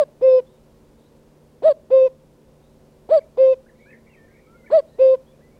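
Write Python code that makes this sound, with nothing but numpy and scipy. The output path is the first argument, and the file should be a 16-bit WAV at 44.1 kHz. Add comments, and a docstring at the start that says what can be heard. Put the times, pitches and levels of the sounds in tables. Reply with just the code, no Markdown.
"""Open country with trees: a cuckoo close by calls "cuc-koo" four times, and the trees return a short echo.
Its voice is a nearly pure tone with weak overtones, roughened by flutter, hoarseness and breath noise.
Far off, songbirds warble in whistles built from gliding sines. Behind them are a distant engine's drone,
made of a few wavering sines, and a low open-air rumble and a faint hiss, both made of filtered noise."""
import sys
import numpy as np
from scipy import signal
from scipy.fft import rfft, irfft
from scipy.io import wavfile
from scipy.ndimage import uniform_filter1d

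SR = 44100
rng = np.random.default_rng(int(sys.argv[2]) if len(sys.argv) > 2 else 0)


def transcribe(signal):
    """Save signal, clipped to [-1, 1], as a 16-bit WAV file at the path in sys.argv[1]."""
    frames = np.atleast_2d(signal).T
    limited = np.clip(frames, -1, 1)
    pcm = np.round(limited * 32767).astype(np.int16)
    wavfile.write(sys.argv[1], SR, pcm)


N = 246519

# The course of one "cuc" and one "koo", sung with a closed beak.
# Each row: place in the note (0 start, 1 end), pitch in Hz before the note's own factor,
# level of the fundamental (the lowest tone) in dB before the note's own level.
CUC_SHAPE = [(-.12, 258.5, -42.5), (-.01, 432.1, -35), (0.101, 534.5, -21), (.27, 630.6, -9),
             (.43, 649.4, -9.5), (.56, 651.2, -9.5), (.66, 626.3, -11.5), (.78, 584.7, -12),
             (.95, 549.4, -20.5), (1.029, 510, -51)]
KOO_SHAPE = [(-.055, 276.6, -48.5), (0, 469.5, -27.5), (0.044, 511.5, -16), (0.098, 520.5, -12.5),
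             (0.171, 531.2, -9), (.65, 525.8, -10), (.9, 530.5, -12.5), (0.959, 511.2, -19.5),
             (1.02, 494.6, -49.5)]
# The notes sung. Each row: start in seconds, length in seconds, pitch factor at the start, pitch factor
# at the end, level in dB, flutter depth in radians, windpipe resonance in Hz, its boost in dB,
# added hoarseness in dB, level change over the note in dB. A "cuc" row goes on with: place in the note
# where the voice cracks (0 to 1), strength of the crack in dB.
CUC_NOTES = [(-.056, 0.09524, 0.9777, 0.9834, -.1, 0.033, 4630, 7.9, -0.5, 0, 0.35, 8.2),
             (1.632, 0.09493, 0.9955, 0.9837, -.1, 0.11, 4365, 6.5, 0.5, -0.9, 0.515, 9.5),
             (3.0991, 0.09577, 1, 0.9956, 0.11, 0.04, 4480, 9.1, -2.45, -0.5, 0.44, 10),
             (4.7113, 0.0943, 1, 1, .1, 0.0315, 4430, 10.54, -2, 0.9, 0.418, 6.9)]
KOO_NOTES = [(0.2196, 0.18408, 0.998, 0.9648, -0.42, 0.0412, 5140, 12.3, -2.5, 1.5),
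             (1.9096, 0.1714, 1.0025, 0.9852, -0.052, 0.0593, 4836, 4.4, -4, -0.67),
             (3.3794, 0.1641, 1.001, 0.9908, -0.23, 0.11, 4850, 5.81, 3.02, -0.56),
             (4.9919, 0.1644, 1, 0.9889, -.1, 0.17, 4842, 6, -3.5, .1)]
# What throat and beak let through of the overtones. Each row: frequency in Hz, level in dB.
CUC_THROAT = [(600, -19.5), (850, -33.5), (1200, -42), (1900, -52), (2600, -57.5), (3300, -57.5),
              (3900, -54), (4500, -60.5), (5200, -69.5), (5900, -75.5), (7000, -78.5), (7800, -63.5),
              (8500, -71.5), (9500, -81.5), (11000, -91), (12300, -73), (13500, -86.5)]
KOO_THROAT = [(600, -16.5), (1050, -43), (1580, -56), (2100, -53.5), (2630, -50.5), (3150, -61.5),
              (3680, -56.5), (4200, -66.5), (4730, -67), (5260, -75), (5800, -69.5), (6300, -76.5),
              (6850, -79), (7400, -75.5), (7900, -82), (9000, -99)]
# Distant songbirds, one glide a row; a whistle that leaps in pitch takes several rows.
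# Each row: start in seconds, turn of the glide in seconds after that, length in seconds,
# pitch in Hz at the start, at the turn and at the end, level in dB at the start and at the end,
# warble depth in Hz.
GLIDES = [(.46, 0.046, 0.108, 3380, 3684, 3745, -76.5, -77.5, 79),
          (.97, 0.066, 0.11, 3550, 3714, 3950, -80, -76.5, 82),
          (2.62, 0.041, 0.084, 3600, 3770, 3940, -80, -79, 81.5),
          (3.199, .012, 0.0273, 2003, 2380, 1784, -62.5, -57.5, 0.5),
          (3.658, .014, 0.0193, 1295, 1710, 1800, -63, -58.5, -3.5),
          (3.682, 0.0155, 0.025, 2269, 1772, 1676, -65, -53, 0),
          (3.745, 0.0272, 0.06, 1811, 2267, 2314, -70.5, -70.5, 100),
          (3.77, 0.046, 0.11, 3634, 3680, 3780, -74, -78.5, 147.5),
          (3.786, .024, 0.077, 1909, 2182, 2280, -61.5, -59, 79.5),
          (3.852, 0.0592, 0.0677, 2253, 2613, 2150, -64, -58.5, -2.5),
          (3.856, 0.0097, 0.0496, 1307, 1618, 1793, -58.5, -56, -2),
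          (3.901, .011, 0.0276, 2508, 1756, 1830, -55, -54, -0.5),
          (3.924, 0.0174, .042, 2142, 1923, 1634, -53, -60.5, 186),
          (3.97, 0.0103, 0.024, 2574, 2213, 1810, -65, -70, -1),
          (4.055, 0.0228, 0.105, 1932, 2185, 2100, -67, -65, 174.5),
          (4.093, 0.0453, 0.0683, 2850, 2605, 1942, -70.5, -55, 9),
          (4.16, .035, 0.1083, 1924, 1780, 1802, -59, -59.5, 5.5),
          (4.16, 0.0146, 0.032, 3200, 3154, 3070, -71.5, -78, 0.5),
          (4.17, 0.052, 0.113, 2300, 2263, 2287, -74, -72, 102),
          (4.28, 0.0406, 0.073, 1585, 1595, 1648, -68, -71, -1),
          (4.275, 0.0654, 0.119, 1840, 2147, 2324, -63.5, -65.5, 112.5),
          (4.35, 0.0304, 0.0557, 1766, 1900, 2097, -69.5, -61.5, 102),
          (4.406, .045, 0.0736, 2284, 2315, 2187, -67.5, -65, 99),
          (4.465, 0.124, 0.11, 1278, 1434, 1353, -62.5, -56.5, 3),
          (4.54, 0.0986, 0.265, 2199, 2037, 1950, -67.5, -58.5, -3.5),
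          (4.64, .008, .016, 1440, 1453, 1510, -57.5, -57.5, -2.5),
          (4.657, 0.0099, 0.022, 1800, 2350, 1926, -53.5, -51, -3),
          (4.672, 0.0094, .02, 1900, 1730, 1760, -46.5, -56.5, -2.5),
          (4.85, .06, .11, 3700, 4000, 4050, -82.5, -73.5, 80),
          (4.91, .04, 0.0752, 1798, 1836, 1956, -75, -65.5, -0.5),
          (5.26, 0.02, 0.0665, 3094, 3360, 3476, -72, -73, 0.5),
          (5.31, .025, 0.049, 2256, 2423, 2480, -75, -73.5, -0.5),
          (5.4, 0.0266, 0.098, 1497, 1982, 2026, -67, -62, 4.5),
          (5.51, .04, 0.074, 2238, 2240, 2386, -72.5, -72.5, 60.5)]
# Tones of the far engine. Each row: average frequency in Hz, average level in dB.
ENGINE_TONES = [(150.7, -61), (226.1, -62), (301.5, -68), (376.8, -66), (473.7, -78.5)]
# Tone color of the open-air rumble. Each row: frequency in Hz, relative level in dB per Hz.
AIR_SPECTRUM = [(8.8, -40.5), (15, -8), (49, 0), (102, -6), (141, -7), (188, -6.5), (230, -3.5),
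                (326, -9.5), (520, -3), (715, -16), (1010, -17.5), (1170, -23), (2160, -29), (9220, -35.5),
                (15600, -40.5)]

# Effort: overtones and hoarseness depend on how far the fundamental is below full effort
FULL_DB = -9  # fundamental at full effort
OVER_DB, OVER_IN, OVER_OUT = -0.9033, 0.487, 0.24  # overtones at full effort; dB lost per dB below, first half, second
DULL_HZ = 20000  # with less effort the high overtones fade faster
CUC_HOARSE_DB, KOO_HOARSE_DB = -33, -42.5  # at full effort, before the note's own hoarseness
MOST_HOARSE_DB = -12.5  # upper limit, before the note's own hoarseness
HOARSE_IN, HOARSE_OUT = 1.1, 0.23  # dB gained per dB below full effort, first half of the note, second half
RASP_DB, BREATH_DB = 11, -16.5  # how strongly hoarseness shakes the overtones and hisses
# Crack: width and fade as shares of the note; share of its dB that lifts the overtones below this pitch
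CRACK_WIDTH, CRACK_OVER, CRACK_TOP_HZ = 0.079, 0.79, 3040
# Flutter: the throat sac lets only a share of it into the fundamental; end and fade are shares of the note
FLUTTER_HZ, SAC_SHARE, FLUTTER_ENDS, FLUTTER_FADE = 113.76, .27, .82, .16
# Windpipe: its resonance climbs through a note by this share, and gets louder as it climbs
CUC_RISE, KOO_RISE, PIPE_WIDTH_HZ = .09, .01, 130
PIPE_SWELL_DB = 100  # for a climb by its whole pitch
PIPE_RING_DB, PIPE_RING_HZ = 3.5, 90  # it rings on briefly: gain and width
# Late in a note the middle overtones sink for a while
DIP_HZ, DIP_WIDTH_HZ, DIP_PLACE, CUC_DIP_DB, KOO_DIP_DB = 1867.6, 450, .85, -4.5, -17.5
# Echoes: level against the direct sound, and the time to die away by 60 dB
ECHO_DB, ECHO_T60_S, FAR_ECHO_DB, FAR_ECHO_T60_S = -33.5, .55, -6, 0.21
# Songbirds: warble speed, fade-in and fade-out of a glide
WARBLE_HZ, GLIDE_IN_S, GLIDE_OUT_S = 66.02, .007, .007
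# Background and channels
AIR_DB, AIR_SIDE_DB, AIR_SIDE_HZ = -54, -16, 150  # the low rumble differs a little between the channels
HISS_DB, HISS_FROM_HZ, TOP_HZ = -90, 9000, 15800
RIGHT_DB = 0.1959  # right channel above left


def cuckoo():
    """Four calls, each a short rising and falling note and then a longer, nearly level one."""
    out = np.zeros(N)
    cuc_voice = CUC_THROAT, CUC_RISE, CUC_DIP_DB, CUC_HOARSE_DB
    koo_voice = KOO_THROAT, KOO_RISE, KOO_DIP_DB, KOO_HOARSE_DB
    for notes, shape, voice in ((CUC_NOTES, CUC_SHAPE, cuc_voice), (KOO_NOTES, KOO_SHAPE, koo_voice)):
        for start, length, *rest in notes:
            sound = note(shape, *voice, length, *rest)
            # the shape begins at or a little before place 0
            add(out, sound, int((start + shape[0][0] * length) * SR))
    return out


def note(shape, throat, rise, dip_db, steady_db, length, first, last, db, flutter,
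         pipe_hz, pipe_db, hoarse_db, fade_db, crack_place=0, crack_db=0):
    """The syrinx swings almost as a sine inside the puffed throat; weak overtones leak through the windpipe."""
    place, shape_hz, main_db = np.transpose(shape)
    size = int((place[-1] - place[0]) * length * SR)
    at = place[0] + np.arange(size) / SR / length
    hz = uniform_filter1d(np.interp(at, place, shape_hz), size=90)
    effort = uniform_filter1d(np.interp(at, place, undb(main_db)), size=90)

    # below full effort the overtones weaken and the voice turns hoarse, most of all in the first half
    slack_db = np.maximum(FULL_DB - 20 * np.log10(effort), 0)
    crack_db = crack_db * np.exp(-((at - crack_place) / CRACK_WIDTH) ** 2)
    over_db = OVER_DB - np.where(at < .5, OVER_IN, OVER_OUT) * slack_db
    rough_db = steady_db + np.where(at < .5, HOARSE_IN, HOARSE_OUT) * slack_db + crack_db
    rough = undb(np.minimum(rough_db, MOST_HOARSE_DB) + hoarse_db)

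    hz = hz * (first + (last - first) * at + 0.00098 * walk(44, size))
    phase = 2 * np.pi * (np.cumsum(hz) / SR + rng.random())
    # the membranes flutter mid-note, which splits the overtones into side lines
    flutter_hz = FLUTTER_HZ * (1 + 0.033 * walk(30, size))
    beat = 2 * np.pi * (np.cumsum(flutter_hz) / SR + rng.random())
    flutter_fade = np.clip(np.minimum(at / 0.09, (FLUTTER_ENDS - at) / FLUTTER_FADE), 0, 1)
    shake = flutter * np.sin(beat) * flutter_fade

    # hoarseness: no two cycles are quite the same size
    main_gain = effort * undb(fade_db * (at - .5) + 0.48 * walk(60, size))
    main_gain = main_gain * (1 + rough * jitter(340, size))
    main = main_gain * np.sin(phase + SAC_SHARE * shake)

    pipe = pipe_hz * (1 + rise * (at - .5))
    pipe_gain_db = pipe_db + PIPE_SWELL_DB * rise * (at - .5)
    # the dip comes on slowly and ends fast
    dip_width = np.where(at < DIP_PLACE, .3, .05)
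    dip = dip_db * np.exp(-((at - DIP_PLACE) / dip_width) ** 2)
    over = 0
    for k in range(2, 24):
        over_hz = k * hz
        through_db = np.interp(over_hz, *np.transpose(throat))
        through_db = through_db + pipe_gain_db / (1 + ((over_hz - pipe) / PIPE_WIDTH_HZ) ** 2)
        through_db = through_db + CRACK_OVER * crack_db / (1 + (over_hz / CRACK_TOP_HZ) ** 4)
        through_db = through_db + dip * np.exp(-((over_hz - DIP_HZ) / DIP_WIDTH_HZ) ** 2)
        dull_db = over_db * over_hz / DULL_HZ
        rasp = 1 + np.minimum(undb(RASP_DB) * rough, 1) * jitter(330, size)
        gain = undb(through_db + dull_db + 2.2 * walk(31, size)) * rasp
        over = over + gain * np.sin(k * (phase + shake) + k * k)

    # air hisses past once a cycle
    breath = level(ring(jitter(4200, size), 1700, 1900), BREATH_DB)
    breath = breath * rough * effort * (1 + np.sin(phase))

    edge = np.clip(np.minimum(at - place[0], place[-1] - at) * length / 0.0053, 0, 1)
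    # 20 ms of silence at the end leave room for the windpipe to ring on
    upper = np.pad(edge * (over * undb(over_db) + breath), (0, SR // 50))
    upper = upper + undb(PIPE_RING_DB) * ring(upper, pipe[-1], PIPE_RING_HZ)
    return np.sqrt(2) * undb(db) * (np.pad(edge * main, (0, SR // 50)) + upper)


def trees(x, db, t60):
    """Scattered reflections from trunks and ground, added as a tail of noise that dies away."""
    t = np.arange(SR // 2) / SR
    tail = rng.standard_normal(len(t)) * np.exp(-np.log(1000) * t / t60)
    tail = undb(db) * tail / np.sqrt(np.sum(tail ** 2))
    return x + signal.fftconvolve(x, tail)[:N]


def songbird():
    """Gliding sines, some with a fast uneven warble; the air on the long path makes them flicker."""
    out = np.zeros(N)
    for start, turn, length, *glide_hz, first_db, last_db, warble_hz in GLIDES:
        t = np.arange(0, length, 1 / SR)
        size = len(t)
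        hz = np.interp(t, [0, turn, length], glide_hz)
        hz = uniform_filter1d(hz, size=200, mode="nearest")
        swing = np.sin(2 * np.pi * (WARBLE_HZ * t + rng.random()) + 2.0 * walk(60, size))
        hz = hz + warble_hz * (swing + 0.33 * walk(260, size))
        # the highest voice is a scratchier bird further off
        hz = hz + (hz > 3300) * 1.8 * warble_hz * walk(400, size)
        # a deep warble also breaks the glide into beads
        flicker_db = (0.89 + warble_hz / 60) * walk(100, size)
        gain = undb(first_db + (last_db - first_db) * t / length + flicker_db)
        edge = np.clip(np.minimum(t / GLIDE_IN_S, (length - t) / GLIDE_OUT_S), 0, 1)
        glide = np.sqrt(2) * edge * gain * np.sin(2 * np.pi * np.cumsum(hz) / SR)
        add(out, glide, int(start * SR))
    return out


def drone():
    """Tones of one far engine: they waver together in pitch, and each swells a little on its own."""
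    turn = 2 * np.pi * np.cumsum(1 + .004 * walk(4.6)) / SR
    out = np.zeros(N)
    for hz, db in ENGINE_TONES:
        gain = np.sqrt(2) * undb(db + 1.2 * walk(7.9))
        out += gain * np.sin(hz * turn + 2 * np.pi * rng.random())
    return out


def air():
    """Steady rumble of the open country: noise shaped by frequency, swelling a little."""
    hz, db = np.transpose(AIR_SPECTRUM)
    bins = np.maximum(np.arange(N // 2 + 1) * SR / N, 1)
    shape = undb(np.interp(np.log(bins), np.log(hz), db))
    noise = irfft(rfft(rng.standard_normal(N)) * shape, N)
    return level(noise, AIR_DB) * undb(0.38 * walk(1.7))


def undb(db):
    """Turn decibels into gain."""
    return 10 ** (np.asarray(db) / 20)


def level(x, db):
    """Scale a sound to an average (rms) level in dB."""
    return x * undb(db) / np.sqrt(np.mean(x ** 2))


def walk(rate, size=N):
    """Random drift: levels held for 1 / rate seconds and smoothed twice, with a spread near 1."""
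    k = int(SR / rate)
    steps = np.repeat(rng.standard_normal(size // k + 1), k)
    return 1.463 * uniform_filter1d(uniform_filter1d(steps, k), k)[:size]


def jitter(top_hz, size):
    """Fast random shaking: noise mostly below top_hz, with a spread of 1."""
    low_pass = signal.butter(4, top_hz, fs=SR, output="sos")
    return level(signal.sosfilt(low_pass, rng.standard_normal(size)), 0)


def ring(x, hz, width_hz):
    """Resonance that favors one pitch, with gain 1 at its center."""
    return signal.lfilter(*signal.iirpeak(hz, hz / width_hz, fs=SR), x)


def add(out, x, start):
    """Mix x in from a sample number on, cut at both ends of the scene."""
    skip = max(-start, 0)
    x = x[skip:N - start]
    out[start + skip:start + skip + len(x)] += x


def scene():
    """Nearly all of it is in the middle; the right channel is a shade louder."""
    near = trees(cuckoo(), ECHO_DB, ECHO_T60_S)
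    far = trees(songbird(), FAR_ECHO_DB, FAR_ECHO_T60_S)
    mono = near + far + drone() + air()
    side = undb(AIR_SIDE_DB) * signal.lfilter(*signal.butter(1, AIR_SIDE_HZ, fs=SR), air())
    balance = undb(np.array([[-RIGHT_DB], [RIGHT_DB]]) / 2)
    return mono * balance + side * np.array([[1], [-1]])


def record(dry):
    """Each channel adds its own faint treble hiss; the top is cut."""
    high_pass = signal.butter(2, HISS_FROM_HZ, "high", fs=SR, output="sos")
    hiss = signal.sosfilt(high_pass, rng.standard_normal(dry.shape))
    top_cut = signal.ellip(10, .2, 80, TOP_HZ, fs=SR, output="sos")
    return signal.sosfilt(top_cut, dry + level(hiss, HISS_DB))


dry = scene()
out = record(dry)
transcribe(out)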